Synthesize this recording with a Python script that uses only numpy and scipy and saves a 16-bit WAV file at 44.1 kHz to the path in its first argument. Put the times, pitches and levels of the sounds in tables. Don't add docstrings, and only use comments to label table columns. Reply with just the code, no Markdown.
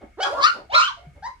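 import sys
import numpy as np
from scipy import signal
from scipy.fft import rfft, irfft
from scipy.io import wavfile
from scipy.ndimage import uniform_filter1d, map_coordinates

SR = 44100
rng = np.random.default_rng(int(sys.argv[2]) if len(sys.argv) > 2 else 0)


def persist_wave(psi):
    counts = np.round(np.clip(psi, -1, 1) * 32767).astype(np.int16)
    wavfile.write(sys.argv[1], SR, np.atleast_2d(counts).T)


def how_loud(loudness_db):
    steps = np.asarray(loudness_db, float) / 20
    return 10 ** steps


N = 61739

# time in seconds, pitch in Hz, level in dB, roughness from 0 to 1.
YAP_1 = [(.172, 308.6, -53, 0.04), (.188, 404, -36.5, 0), (.197, 509, -36, 0), (.206, 710, -26.5, 0)]
YAP_2 = [(.205, 725.5, -22.5, 0.052), (.213, 742.6, -29.5, .05), (0.226, 774.5, -28, .04),
         (0.234, 842, -23, .04), (0.244, 850, -32.5, .06)]
YAP_2_UNDERTONE = [(.238, 275.5, -35.5, 0.46), (0.254, 279.2, -33.5, 0.64), (.268, 286.7, -34.5, 0.24),
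                   (.285, 330, -48.5, .25), (0.346, 348.2, -49.5, .3), (0.401, 348, -50, 0.21)]
WHINE_1 = [(0.266, 342.5, -43.5, .05), (.275, 376, -36.5, .05), (.295, 435.5, -41.5, 0.06),
           (0.309, 534, -36.5, 0.065), (.322, 550, -30.5, 0.058), (0.343, 720, -25.5, .08)]
WHINE_1_END = [(0.346, 463, -42, .1), (0.356, 499.6, -36.5, .08), (0.37, 533.4, -37, .1),
               (0.386, 571.2, -31, 0.42), (0.401, 531, -33.5, .15)]
YAP_3 = [(.392, 943, -43, 0.036), (0.413, 1034, -22.5, 0.1), (0.434, 1146, -15.5, 0.49),
         (.445, 1216, -9.5, 0.22), (0.454, 1277, -10, 0.29), (0.463, 1378, -13.5, 0.15),
         (0.479, 1531, -16.5, 0.12), (0.496, 1346, -21, .04), (.508, 1437, -20.5, 0.058)]
YAP_4 = [(.693, 660, -55.5, 0.022), (.702, 719, -37, .02), (.712, 861, -43.5, .02),
         (0.73, 987.6, -33.5, .02), (0.743, 1113, -24.5, .02), (0.751, 1301, -17.5, .03),
         (.762, 1396, -21.5, 0.025), (0.774, 1455, -22, .03), (0.785, 1281, -19, .04)]
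WHINE_2 = [(0.719, 558, -41, 0.5), (0.753, 617, -23.5, 1), (0.769, 645.3, -40.5, 0.31),
           (0.812, 647, -46.5, 1)]
YAP_5 = [(.775, 1197, -24.5, 0.35), (0.793, 1227, -12.5, 0.5), (0.811, 1279, -16, 0.75),
         (0.824, 1396, -16, 0.27), (0.839, 1505, -21.5, 0.39), (0.857, 1529, -21.5, 0.34),
         (.885, 1607, -38, .3)]
YAP_5_UNDERTONE = [(.755, 1006, -30, 0.24), (.785, 1006, -16.5, .25), (.812, 1106, -21.5, 0.58)]
YAP_6 = [(0.871, 1224, -30.5, .05), (0.882, 1175, -19.5, 0.035), (0.895, 1064, -27, 0.036),
         (0.916, 908, -38, 0.11)]
WHINE_3 = [(.965, 683, -66, 0.085), (0.976, 693.4, -44, .1), (1.03, 720.3, -56, 0.083),
           (1.091, 698, -69, .1)]
YAP_7 = [(1.225, 760.5, -41, 0.098), (1.245, 908.6, -36.5, 0.025), (1.27, 1017, -35, 0.025),
         (1.283, 1017, -44.5, 0.017), (1.304, 1029, -62, 0.046)]
WHINE_4 = [(1.259, 544, -51.5, 0.37), (1.292, 559, -44, 0.16), (1.332, 535, -64, 0.16)]
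CALLS = [YAP_1, YAP_2, YAP_2_UNDERTONE, WHINE_1, YAP_3, YAP_4, WHINE_2, YAP_5, YAP_6,
         WHINE_3, YAP_7, WHINE_4, WHINE_1_END, YAP_5_UNDERTONE]
# overtones 2 to 6, each in dB against the call's level.
OVERTONES = [(-5, -10, -13.5, -11, -20), (-7, -8.5, 5, -12, -5), (-11, -4, -4.5, -8.5, -10.5),
             (-12.5, -20.5, -24.5, -30.5, -32.5), (-8.5, -17.5, -20.5, -21.5, -27.5),
             (-21, -4.5, -10, -18, -16.5), (-9.5, 6.5, 7.5, -8, -19.5), (-6, -28, -15.5, -22, -41),
             (-15.5, -12, -19, -46.5, -37), (-20, -9.5, -59, -41, -46), (0.5, -27.5, -22, -19, -15),
             (-5, -9.5, -28, -37, -28), (2.5, -15, -24, -30, -29), (-23.5, -22, -24.5, -32, -39)]
# level of the lowest tone in dB, half-pitch share from 0 up,
# left over right in dB, lag of the left side in seconds, level sent into the room in dB.
PLACES = [(2, 0, -2.5, 0.000089, -10), (-4, 0.1, 0.5, 0.000037, -3), (-54.5, 0.3, 5, 0.000025, -2),
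          (-1, 0.5, -0.3, 0.0001, -9.5), (-1.73, 1.25, 6, 0.00022, -10), (2.5, 0.05, 2.5, 0.000282, -4.5),
          (-3, .05, -2.5, 0.00018, -11.5), (-7.5, 0.25, -0.5, 0.00025, -5.5), (-3, 0.6, -2.5, 0.00018, -12),
          (-3, 0, -1, 0.0001, -3), (0, 0, 3, 0.000052, -6), (-12.5, 0.46, 4, 0.000036, -16),
          (-6, 0.2, 0.5, 0.00012, -4.5), (-3.5, .05, -3, 0.00017, -11)]
# bright resonance in Hz, its width in octaves, its lift in dB, dark notch in Hz.
THROATS = [(3994, .3, -2.5, 2400), (3870, 0.92, 3.5, 2890), (1350, 0.28, 7, 2080), (4000, .3, -7, 1600),
           (4747, 0.12, 13.5, 2260), (4140, 0.46, 4.5, 2250), (4280, .3, 0.5, 1870),
           (3060, 0.063, 2.5, 2100), (3170, 0.3, 14, 2700), (4000, .3, -1, 2240), (4600, 0.23, 7, 2140),
           (4000, .3, -4, 2000), (4000, .3, 1, 2200), (4300, 0.27, 2, 2100)]
# start in seconds, level in dB, pitch in Hz, time to fall 60 dB in seconds.
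THUMPS = [(0.019, -39.5, 62.8, 0.13), (0.034, -26.5, 224, 0.037), (0.329, -33, 67.4, 0.092),
          (0.39, -39, 115, 0.064), (0.672, -46, 69.7, 0.24), (0.73, -22, 73.4, 0.029),
          (0.991, -51, 63.6, 0.51), (1.039, -43, 65.8, 0.12), (1.067, -28.5, 150.4, 0.072),
          (1.153, -39, 74.8, 0.2), (1.212, -45.5, 167, 0.11), (1.271, -46, 53.1, 0.14)]
# start in seconds, length in seconds, level in dB.
SCUFFS = [
    (.004, 0.048, -51),
    (0.285, 0.32, -52.5),
    (0.53, 0.12, -46.5),
    (1.002, 0.082, -65.5),
    (1.146, 0.046, -55.5),
    (0.644, 0.14, -89),
]
# start in seconds, length in seconds, level in dB.
PANTING = [
    (0.208, 0.15, -59),
    (0.303, 0.12, -62),
    (0.411, .17, -58.5),
    (1.118, .06, -73.5),
]
# frequency in Hz, level in dB per Hz.
SCUFF_COLOUR = [(110, -9), (220, 2.5), (700, 6.5), (1500, -10.5), (3000, -16), (7000, -34.5), (13000, -32)]
# frequency in Hz, level in dB per Hz.
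HOUSE_COLOUR = [(18, -41), (30, 4), (241, -25), (577, -30), (1020, -51), (1220, -26.5), (2260, -31.5),
                (3870, -41.5), (14000, -45)]
# delay in seconds, level in dB, left over right in dB.
MIRRORS = [
    (.0021, -16, 8.5),
    (.0063, -14, 2.5),
    (0.0128, -17, -0.5),
]


def walk(rate):
    k = max(int(SR / rate), 1)
    steps = np.repeat(rng.standard_normal(N // k + 1), k)[:N]
    smooth = uniform_filter1d(uniform_filter1d(steps, k), k)
    return smooth / smooth.std()


def coloured(points):
    hz, db = np.array(points).T
    f = np.fft.rfftfreq(N, 1 / SR) + 1
    shape = how_loud(np.interp(np.log(f), np.log(hz), db, left=-50))
    noise = irfft(rfft(rng.standard_normal(N)) * shape, N)
    return noise / noise.std()


def house():
    hum_db, whistle_db, whistle_hz = -55.5, -74.5, 2190
    mid = coloured(HOUSE_COLOUR)
    side = signal.lfilter(*signal.butter(1, 200, "high", fs=SR), coloured(HOUSE_COLOUR))
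    whistle = coloured([(whistle_hz * .9, -30), (whistle_hz, 0), (whistle_hz * 1.1, -30), (6000, -70)])
    hum = how_loud(hum_db + 0.32 * walk(22)) * (mid + side * np.array([[1], [-1]]))
    return hum + how_loud(whistle_db + 3.8 * walk(5.3)) * whistle


def room():
    low_t60_s, treble_t60_s, treble_db, gap_s = 0.42, 0.94, -11, 0.0048
    t = np.arange(int(SR * .75)) / SR
    noise = rng.standard_normal((2, len(t)))
    low = signal.lfilter(*signal.butter(2, 2400, fs=SR), noise)
    tail = low * how_loud(-60 * t / low_t60_s) + (noise - low) * how_loud(treble_db - 60 * t / treble_t60_s)
    tail = tail * np.exp(-t / 0.055)
    tail = tail * np.clip(t / gap_s - 1, 0, 1)
    return tail / np.sqrt(np.sum(tail ** 2, axis=1, keepdims=True))


def paws():
    t = np.arange(N) / SR
    thump = 0
    for start, db, hz, t60 in THUMPS:
        since = np.maximum(t - start, 0)
        soft_start = 1 - np.exp(-since / 0.018)
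        thump = thump + how_loud(db - 60 * since / t60) * soft_start * 2 * np.sin(2 * np.pi * hz * since)
    rub, hiss = 0, 0
    for start, length, db in SCUFFS:
        rub = rub + how_loud(db) * np.sin(np.pi * np.clip((t - start) / length, 0, 1) ** 0.5) ** 2
    for start, length, db in PANTING:
        hiss = hiss + how_loud(db) * np.sin(np.pi * np.clip((t - start) / length, 0, 1)) ** 2
    breath_hiss = hiss * coloured([(3000, -24), (7000, -0.5), (10500, 1), (13000, -6.5), (15000, -12)])
    grain = how_loud(2.5 * walk(130))
    return thump, (rub * coloured(SCUFF_COLOUR) + breath_hiss) * grain


def bump(hz, centre_hz, width_oct):
    return np.exp(-.5 * (np.log2(hz / centre_hz) / width_oct) ** 2)


def voice(curve, overtones, first_db, half, throat):
    edge_s, jitter, shimmer_db, breath_db = .004, .006, 1.2, -14
    high_slope_db, top_slope_db, top_from_hz = -4.5, -15, 4120
    bloom_db, bloom_s = -14, .012
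    hoarse_hz = 270
    ring_hz, ring_oct, ring_db, notch_hz = throat
    c = np.array(curve).T
    first_s, last_s = c[0, 0], c[0, -1]
    on = slice(int((first_s - edge_s) * SR), int((last_s + edge_s) * SR))
    t = np.arange(N)[on] / SR
    pitch, db, rough = (np.interp(t, c[0], v) for v in c[1:])
    rough = np.clip(rough, 0, 1)
    phase = 2 * np.pi * np.cumsum(pitch * (1 + jitter * walk(90)[on])) / SR
    gate = np.clip(np.minimum(t - first_s, last_s - t) / edge_s + .5, 0, 1)
    half = half * (rough + 0.06) / (rough.max() + 0.011)
    known = [first_db, *overtones]
    buzz = 0
    for k in range(1, 25):
        hz = k * pitch
        part_db = known[min(k, len(known)) - 1] + high_slope_db * np.log2(max(k / len(known), 1))
        part_db = part_db + top_slope_db * np.log2(np.maximum(hz / top_from_hz, 1))
        part_db = part_db - 11.5 * bump(hz, notch_hz, 0.26)
        part_db = part_db + ring_db * bump(hz, ring_hz, ring_oct)
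        bloom = np.exp(-(t - t[0]) / bloom_s)
        part_db = part_db + bloom_db * bloom * np.log2(np.maximum(hz / 1200, 1))
        r = rough if k > 1 else rough / 3
        wobble_hz = hoarse_hz * np.sqrt(k) / 2
        slow = signal.butter(3, wobble_hz, fs=SR, output="sos")
        a, b = signal.sosfilt(slow, rng.standard_normal((2, len(t)))) * np.sqrt(SR / 2 / wobble_hz)
        tone = (np.sqrt(2 - 2 * r) + np.sqrt(r) * a) * np.sin(k * phase)
        tone = tone + np.sqrt(r) * b * np.cos(k * phase)
        strong_weak = 1 + half * (k > 1) * np.sin(phase / 2)
        buzz = buzz + tone * how_loud(part_db) * strong_weak * (hz < .4 * SR)
    buzz = (buzz + half * 0.22 * np.sin(3 * phase / 2)) * how_loud(shimmer_db * walk(70.3)[on])
    breath = coloured([(700, -21.5), (1200, -33.5), (2600, -19.5), (4500, -2.5), (7000, -16.5), (14000, -58)])
    puffs = np.sqrt(rough) * breath[on] * (1 + np.sin(phase))
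    whole = np.zeros(N)
    whole[on] = (buzz + how_loud(breath_db) * puffs) * how_loud(db) * gate
    return whole


def scene():
    n = np.arange(N)
    opposite = np.array([[1], [-1]])
    thump, scuff = paws()
    direct = np.zeros((2, N))
    to_room = 0.97 * scuff + 0.24 * thump
    for curve, overtones, place, throat in zip(CALLS, OVERTONES, PLACES, THROATS):
        first_db, half, pan_db, lag, room_db = place
        call = voice(curve, overtones, first_db, half, throat)
        late = map_coordinates(call, [n - lag * SR], order=3)
        direct = direct + [late * how_loud(pan_db / 2), call * how_loud(-pan_db / 2)]
        to_room = to_room + call * how_loud(room_db)
    dull = signal.sosfilt(signal.butter(3, 2200, fs=SR, output="sos"), direct)
    mirrored = 0
    for delay, db, pan_db in MIRRORS:
        copy = np.array([map_coordinates(c, [n - delay * SR], order=1) for c in dull])
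        mirrored = mirrored + copy * how_loud(db + pan_db * opposite / 2)
    echo = signal.fftconvolve(to_room[None], room(), axes=1)[:, :N]
    side = signal.lfilter(*signal.butter(1, 596, "high", fs=SR), echo[1])
    return direct + mirrored + echo[0] + side * opposite + thump + scuff + house()


def low_pass(x):
    return signal.sosfilt(signal.butter(12, 15000, fs=SR, output="sos"), x)


def record(dry):
    dull = signal.sosfilt(signal.butter(2, [45, 9000], "band", fs=SR, output="sos"), dry)
    mix = np.tanh(0.61 * dull) / 0.61
    return low_pass(mix)


dry = scene()
out = record(dry)
persist_wave(out)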